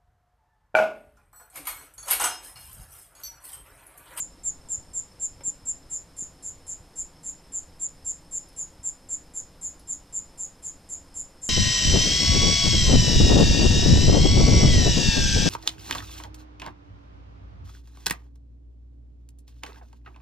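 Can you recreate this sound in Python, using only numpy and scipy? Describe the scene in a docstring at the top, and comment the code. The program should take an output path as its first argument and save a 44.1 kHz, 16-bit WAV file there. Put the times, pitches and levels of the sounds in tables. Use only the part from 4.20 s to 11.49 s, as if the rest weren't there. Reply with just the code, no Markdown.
"""Small cricket in a plastic tank, quiet room

The cricket chirps about four times a second: each chirp is a quick run of wing pulses that swells,
slows and sags in pitch, with a dry rasp of filtered noise above it and echoes off tank and room.
Far insects hold a wavering trill, a chorus and a high buzz, all narrow bands of noise. The hand-held
microphone picks up soft bumps, one ringing knock and a few noise ticks, over steady room noise."""
import sys
import numpy as np
from scipy import signal
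from scipy.fft import rfft, irfft
from scipy.io import wavfile

SR = 44100
rng = np.random.default_rng(int(sys.argv[2]) if len(sys.argv) > 2 else 0)


def dump(signal):
    """Clip the signal to [-1, 1] and save it as 16-bit WAV at the path in sys.argv[1]."""
    limited = np.clip(np.atleast_2d(signal).T, -1, 1)
    pcm = np.round(limited * 32767).astype(np.int16)
    wavfile.write(sys.argv[1], SR, pcm)


N = 321489

# colour of the treble that differs between left and right: (frequency [Hz], relative level [dB])
WIDTH = [(2500, -45), (5000, -3), (7200, 8), (9000, 10), (10500, 13), (11700, 9), (13000, -5)]


def cricket(rasp_room_db=-5, rasp_side_db=-13.0, late_side_db=-21):
    """Chirps, heard directly and off the walls; only the rasp and the late echoes have any width."""
    # one row a chirp: (time [s], length [s], direct level [dB], pitch fall [Hz])
    chirps = [(-.034, .066, -30.5, 310), (.2357, .070, -29, 370), (.4883, .070, -29.5, 390),
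              (.735, .066, -30.5, 255), (.999, .073, -30, 350), (1.2372, .066, -27.5, 255),
              (1.4554, .066, -29.5, 250), (1.6992, .077, -33, 410), (1.967, .072, -36.5, 495),
              (2.227, .069, -39, 460), (2.4676, .069, -37.5, 380), (2.7583, .067, -34, 345),
              (3.0334, .072, -38, 370), (3.3232, .070, -31.5, 335), (3.597, .071, -30.5, 290),
              (3.849, .070, -30, 290), (4.113, .072, -32, 345), (4.3658, .068, -34, 510),
              (4.6327, .067, -29.5, 300), (4.8896, .065, -30.5, 380), (5.1384, .067, -35.5, 460),
              (5.4145, .068, -34, 440), (5.675, .066, -32.5, 440), (5.9273, .064, -31, 285),
              (6.1776, .077, -35.5, 450), (6.4272, .069, -37.5, 485), (6.6912, .063, -37, 300),
              (6.9438, .074, -36.5, 335), (7.217, .080, -35, 280)]
    # colour of the scraping file: (frequency [Hz], relative level [dB])
    rasp_colour = [(2500, -63), (4200, -19), (5650, -18.5), (6200, -5), (7650, 4), (8150, 0), (8550, 0),
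                   (8950, -5.5), (9500, 4), (10400, -1.5), (11000, -3.5), (11700, -11.5), (13000, -25)]
    # the same for every chirp
    rasp_level_db, room_db, twin_db = -50.5, -40.3, -45.3
    room_t60 = 0.19  # s
    pulses_per_s = 240  # at the start of every stroke

    mid, side = np.zeros(N), np.zeros(N)
    # the close walls give every rasp the same fine ring
    tank = amp(-6) * echoes(0.066, 0.0003)
    tank[0] = 1
    for s, length, near_db, fall_hz in chirps:
        crest, pitch_hz = stroke(s, length, near_db, fall_hz)
        tone, twin, scraping = chirp(length, crest, pulses_per_s, pitch_hz, fall_hz)
        twin = amp(twin_db) * twin
        rasp = amp(rasp_level_db) * coloured(passed(scraping, tank), rasp_colour)
        thrown = amp(room_db) * tone + amp(-6) * twin  # what reaches the walls

        start = s - .004  # chirp() begins 4 ms before its first pulse centre
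        add(mid, start, amp(near_db) * tone + twin)
        add(mid, start, rasp)
        # the room's echoes change from chirp to chirp as the microphone moves
        add(mid, start, passed(thrown, echoes(room_t60, 0.0026)))
        add(mid, start, amp(rasp_room_db) * passed(rasp, echoes(room_t60, 0.0017)))
        rasp_width = coloured(passed(rasp, echoes(0.052, 0.00035)), WIDTH)
        add(side, start, amp(rasp_side_db) * rasp_width)
        add(side, start, amp(late_side_db) * passed(thrown, echoes(room_t60, .035)))
    return np.array([mid + side, mid - side])


def stroke(s, length, level_db, fall_hz):
    """Crest and pitch of a chirp: strong strokes crest later, long ones earlier; pitch sinks with time."""
    # an ordinary chirp, against which the others are reckoned
    usual_s, usual_db, usual_fall_hz = .069, -33, 365
    # loudest point as a share of the length, moved per dB and per second
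    crest = .54 + .012 * (level_db - usual_db) - 17 * (length - usual_s)
    # the pitch sinks 7 Hz per second of song; a chirp that falls further also starts lower
    pitch_hz = 7380 - 7 * s - .24 * (fall_hz - usual_fall_hz)
    return crest, pitch_hz


def chirp(length, crest, rate, pitch_hz, fall_hz):
    """One chirp as (tone, second wing, scraping): every pulse rings both wings briefly and rubs the file."""
    slowing, sag = .013, 3.92  # pulse spacing growth per pulse; power of the late pitch fall
    droop_hz, scatter_hz, twin_hz = 55, 50, 520  # steady fall each way, pulse detuning, second wing below
    uneven_db, slip = 1.0, 0.2  # pulse strength and phase (turns), one standard deviation
    scrape, touch = 0.45, 0.099  # power from pressure to rubbing; pressure at the start

    t = np.arange(-.004, length + .02, 1 / SR)
    k = np.arange(20)
    centres = (k + slowing * k ** 2) / rate  # the pulses spread out through the stroke
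    # the wings touch lightly, press harder up to the crest, and part quickly
    press_points = [0, .12, np.clip(crest, .2, .95), .97, 1.06]
    pressures = np.interp(centres / length, press_points, [touch, .2, 1, .8, 0])
    steady_droop = droop_hz * (1 - 2 * t / length)
    late_fall = fall_hz * np.clip(t / length, 0, 1) ** sag
    turns = np.cumsum(pitch_hz + steady_droop - late_fall) / SR

    tone, twin, rub = np.zeros((3, len(t)))
    chances = rng.standard_normal((len(k), 6))
    for n, centre, pressure, chance in zip(k, centres, pressures, chances):
        force, shift, detune, lag, stray, grip = chance
        age = t - centre
        progress = centre / length
        swell = np.cos(np.pi / 2 * np.clip(age * rate / .53, -1, 1))
        # the phase flips at every dip, and slips a little
        ring = np.sin(2 * np.pi * (turns + n / 2 + slip * shift + scatter_hz * detune * age))
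        tone += pressure * amp(uneven_db * force) * swell * ring
        # the other wing rings lower and less steadily, mostly late in the stroke
        low_ring = np.sin(2 * np.pi * (lag + (pitch_hz - twin_hz + 140 * stray) * age))
        twin += pressure * progress * swell * low_ring
        rub_force = pressure ** scrape * amp(2.2 * grip - 6 * progress)
        rub += rub_force * np.exp(-(age * rate / 0.58) ** 2)
    # single teeth snag, about 4000 a second
    teeth = rng.standard_normal(len(t)) * (rng.random(len(t)) < 4000 / SR)
    parts = (tone, twin, rub * teeth)
    return [part * np.sqrt(length * SR) / np.linalg.norm(part) for part in parts]


def echoes(t60, delay):
    """A dense tail of reflections with energy 1, setting in after the delay."""
    t = np.arange(int(.35 * SR)) / SR
    onset = np.clip(t / delay - 1, 0, 1)
    tail = rng.standard_normal(len(t)) * amp(-60 * t / t60) * onset
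    return tail / np.linalg.norm(tail)


def handling():
    """Dull bumps of the hand on the microphone, a light knock on plastic and a few dry ticks."""
    # soft bumps: (time [s], peak level [dB], pitch [Hz])
    bumps = [(.4, -46.5, 70), (0.585, -38, 65), (1.121, -44.5, 55), (1.168, -44.5, 60), (1.281, -38, 191),
             (1.442, -44, 64.6), (1.663, -42, 52), (2.025, -37.5, 180), (2.607, -41, 65.5),
             (3.845, -44, 49.4), (4.599, -41.5, 60)]
    # what the knocked plastic rings with: (frequency [Hz], relative level [dB], 60 dB decay [s])
    knock_modes = [(556, 4, 0.1), (950, 2, .08), (1190, -8, 0.045), (1530, -7, .025), (2120, -3, 0.018)]
    # colour of the scuff in the knock: (frequency [Hz], relative level [dB])
    scuff_colour = [(300, -4), (900, 0), (2200, -5), (3600, -8), (5000, -20)]
    # faint ticks: (time [s], starting level [dB], decay to 1/e [s])
    ticks = [(1.967, -55, 0.009), (4.286, -54, .012), (4.331, -59, 0.014), (5.595, -54, 0.013),
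             (5.612, -61, .01)]
    # colour of the ticks: (frequency [Hz], relative level [dB])
    tick_colour = [(2000, -30), (4500, 3), (8000, -6), (10500, 7), (13000, -9)]
    knock_s, knock_db, scuff_db = 1.207, -51, -52.5

    out, t = np.zeros(N), np.arange(SR // 8) / SR
    lead = t[-1] / 2
    for s, db, hz in bumps:
        swing = 2 * np.pi * hz * (t - lead)
        push_and_pull = swing * np.exp((1 - swing ** 2) / 2)
        add(out, s - lead, amp(db) * push_and_pull)

    ring = np.zeros(len(t))
    for hz, db, t60 in knock_modes:
        ring += amp(db - 60 * t / t60) * np.sin(2 * np.pi * hz * t)
    contact = rng.standard_normal(len(t)) * np.exp(-t / 0.0064)
    knock = signal.fftconvolve(contact, ring)
    add(out, knock_s, amp(knock_db) * knock / knock[:SR // 50].std())  # level over its first 20 ms
    add(out, knock_s, amp(scuff_db) * np.exp(-t / 0.014) * noise(scuff_colour, len(t)))

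    for s, db, decay in ticks:
        add(out, s, amp(db) * np.exp(-t / decay) * noise(tick_colour, len(t)))
    return out


def far_insects(trill_db=3.0):
    """A wavering trill, blurred by echoes into a noise band, a lower chorus that grows, and a high buzz."""
    # start and end of the trill and buzz, joined by straight lines:
    # (time [s], trill pitch [Hz], trill level before trill_db is added [dB], buzz level [dB])
    trill_course = [(0.0, 5295, -68.5, -73), (7.29, 5270, -72.5, -78.5)]
    s, pitch_hz, level_db, buzz_db = np.transpose(trill_course)
    t = np.arange(N) / SR
    wander_hz, swell_db, buzz_swell_db = 15 * drift(4), 1.8 * drift(3), 2.2 * drift(1.5)

    # the band sits at the mean pitch and is shifted by the offset from it
    offset_hz = np.interp(t, s, pitch_hz) - pitch_hz.mean() + wander_hz
    waver = np.exp(2j * np.pi * np.cumsum(offset_hz) / SR)
    blurred = band(pitch_hz.mean(), 130)
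    trill = amp(np.interp(t, s, level_db) + trill_db + swell_db) * (blurred * waver).real
    chorus = amp(np.linspace(-70.5, -68.7, N)) * band(5100, 480).real
    buzz = amp(np.interp(t, s, buzz_db) + buzz_swell_db) * band(8580, 1100).real
    return trill + chorus + buzz


def room_air(air_db=-52, wide_db=-74):
    """Steady room noise, alike on both sides, plus a little treble of opposite sign left and right."""
    # colour of the room: (frequency [Hz], relative level per Hz [dB])
    air_colour = [(15, 15), (30, 14.5), (45, 11.5), (85, 11), (125, 2), (160, 9), (225, -0.5), (270, 5.5),
                  (420, -3.5), (510, 1), (620, -3.5), (900, -3.5), (1200, -8.5), (2700, -14.5),
                  (4500, -15.5), (6000, -17.8), (9200, -19.3), (10500, -19), (13000, -24)]
    centre = amp(air_db) * noise(air_colour, N)
    width = amp(wide_db) * noise(WIDTH, N)
    return centre + width * np.array([[1], [-1]])


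def amp(db):
    """Decibels to gain."""
    return 10 ** (np.asarray(db) / 20)


def evened(x):
    """Scales to rms 1."""
    return x / np.sqrt(np.mean(x ** 2) + 1e-20)


def add(mix, s, sound):
    """Mixes a sound in at time s, trimming what falls outside."""
    start = round(s * SR)
    sound = sound[max(-start, 0):]
    part = mix[max(start, 0):][:len(sound)]
    part += sound[:len(part)]


def passed(x, response):
    """The sound through a response, at unchanged energy."""
    wet = signal.fftconvolve(x, response)
    return wet * np.linalg.norm(x) / np.linalg.norm(wet)


def coloured(x, colour):
    """Filters by a spectrum given as (Hz, dB) points, at unchanged energy."""
    hz, db = np.transpose(colour)
    bins_hz = np.fft.rfftfreq(len(x), 1 / SR) + 1  # 1 Hz up keeps the logarithm finite
    gain = amp(np.interp(np.log(bins_hz), np.log(hz), db))
    return evened(irfft(rfft(x) * gain, len(x))) * np.sqrt(np.mean(x ** 2))


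def noise(colour, size):
    """Coloured noise of about rms 1."""
    return coloured(rng.standard_normal(size), colour)


def band(centre_hz, width_hz):
    """A narrow band of noise as a complex signal whose real part has rms 1."""
    hz = np.fft.fftfreq(N, 1 / SR)
    gain = 1 / (1 + (2 * (hz - centre_hz) / width_hz) ** 2) ** 2
    narrow = np.fft.ifft(np.fft.fft(rng.standard_normal(N)) * gain).real
    return signal.hilbert(evened(narrow))


def drift(top_hz):
    """A slow random curve of rms 1: twelve sines of random phase, the slower ones larger."""
    t = np.arange(N) / SR
    curve = np.zeros(N)
    for hz in np.geomspace(.3, top_hz, 12):
        curve += np.sin(2 * np.pi * (hz * t + rng.random())) / np.sqrt(hz)
    return evened(curve)


def scene():
    """The cricket close by, over handling sounds, far insects and the quiet room."""
    return cricket() + handling() + far_insects() + room_air()


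def record(dry):
    """The recorder's band limit: a steep low-pass at 13090 Hz."""
    low_pass = signal.firwin(801, 13090, window=("kaiser", 9), fs=SR)
    return signal.oaconvolve(dry, low_pass[None], "same")


dry = scene()
out = record(dry)
dump(out)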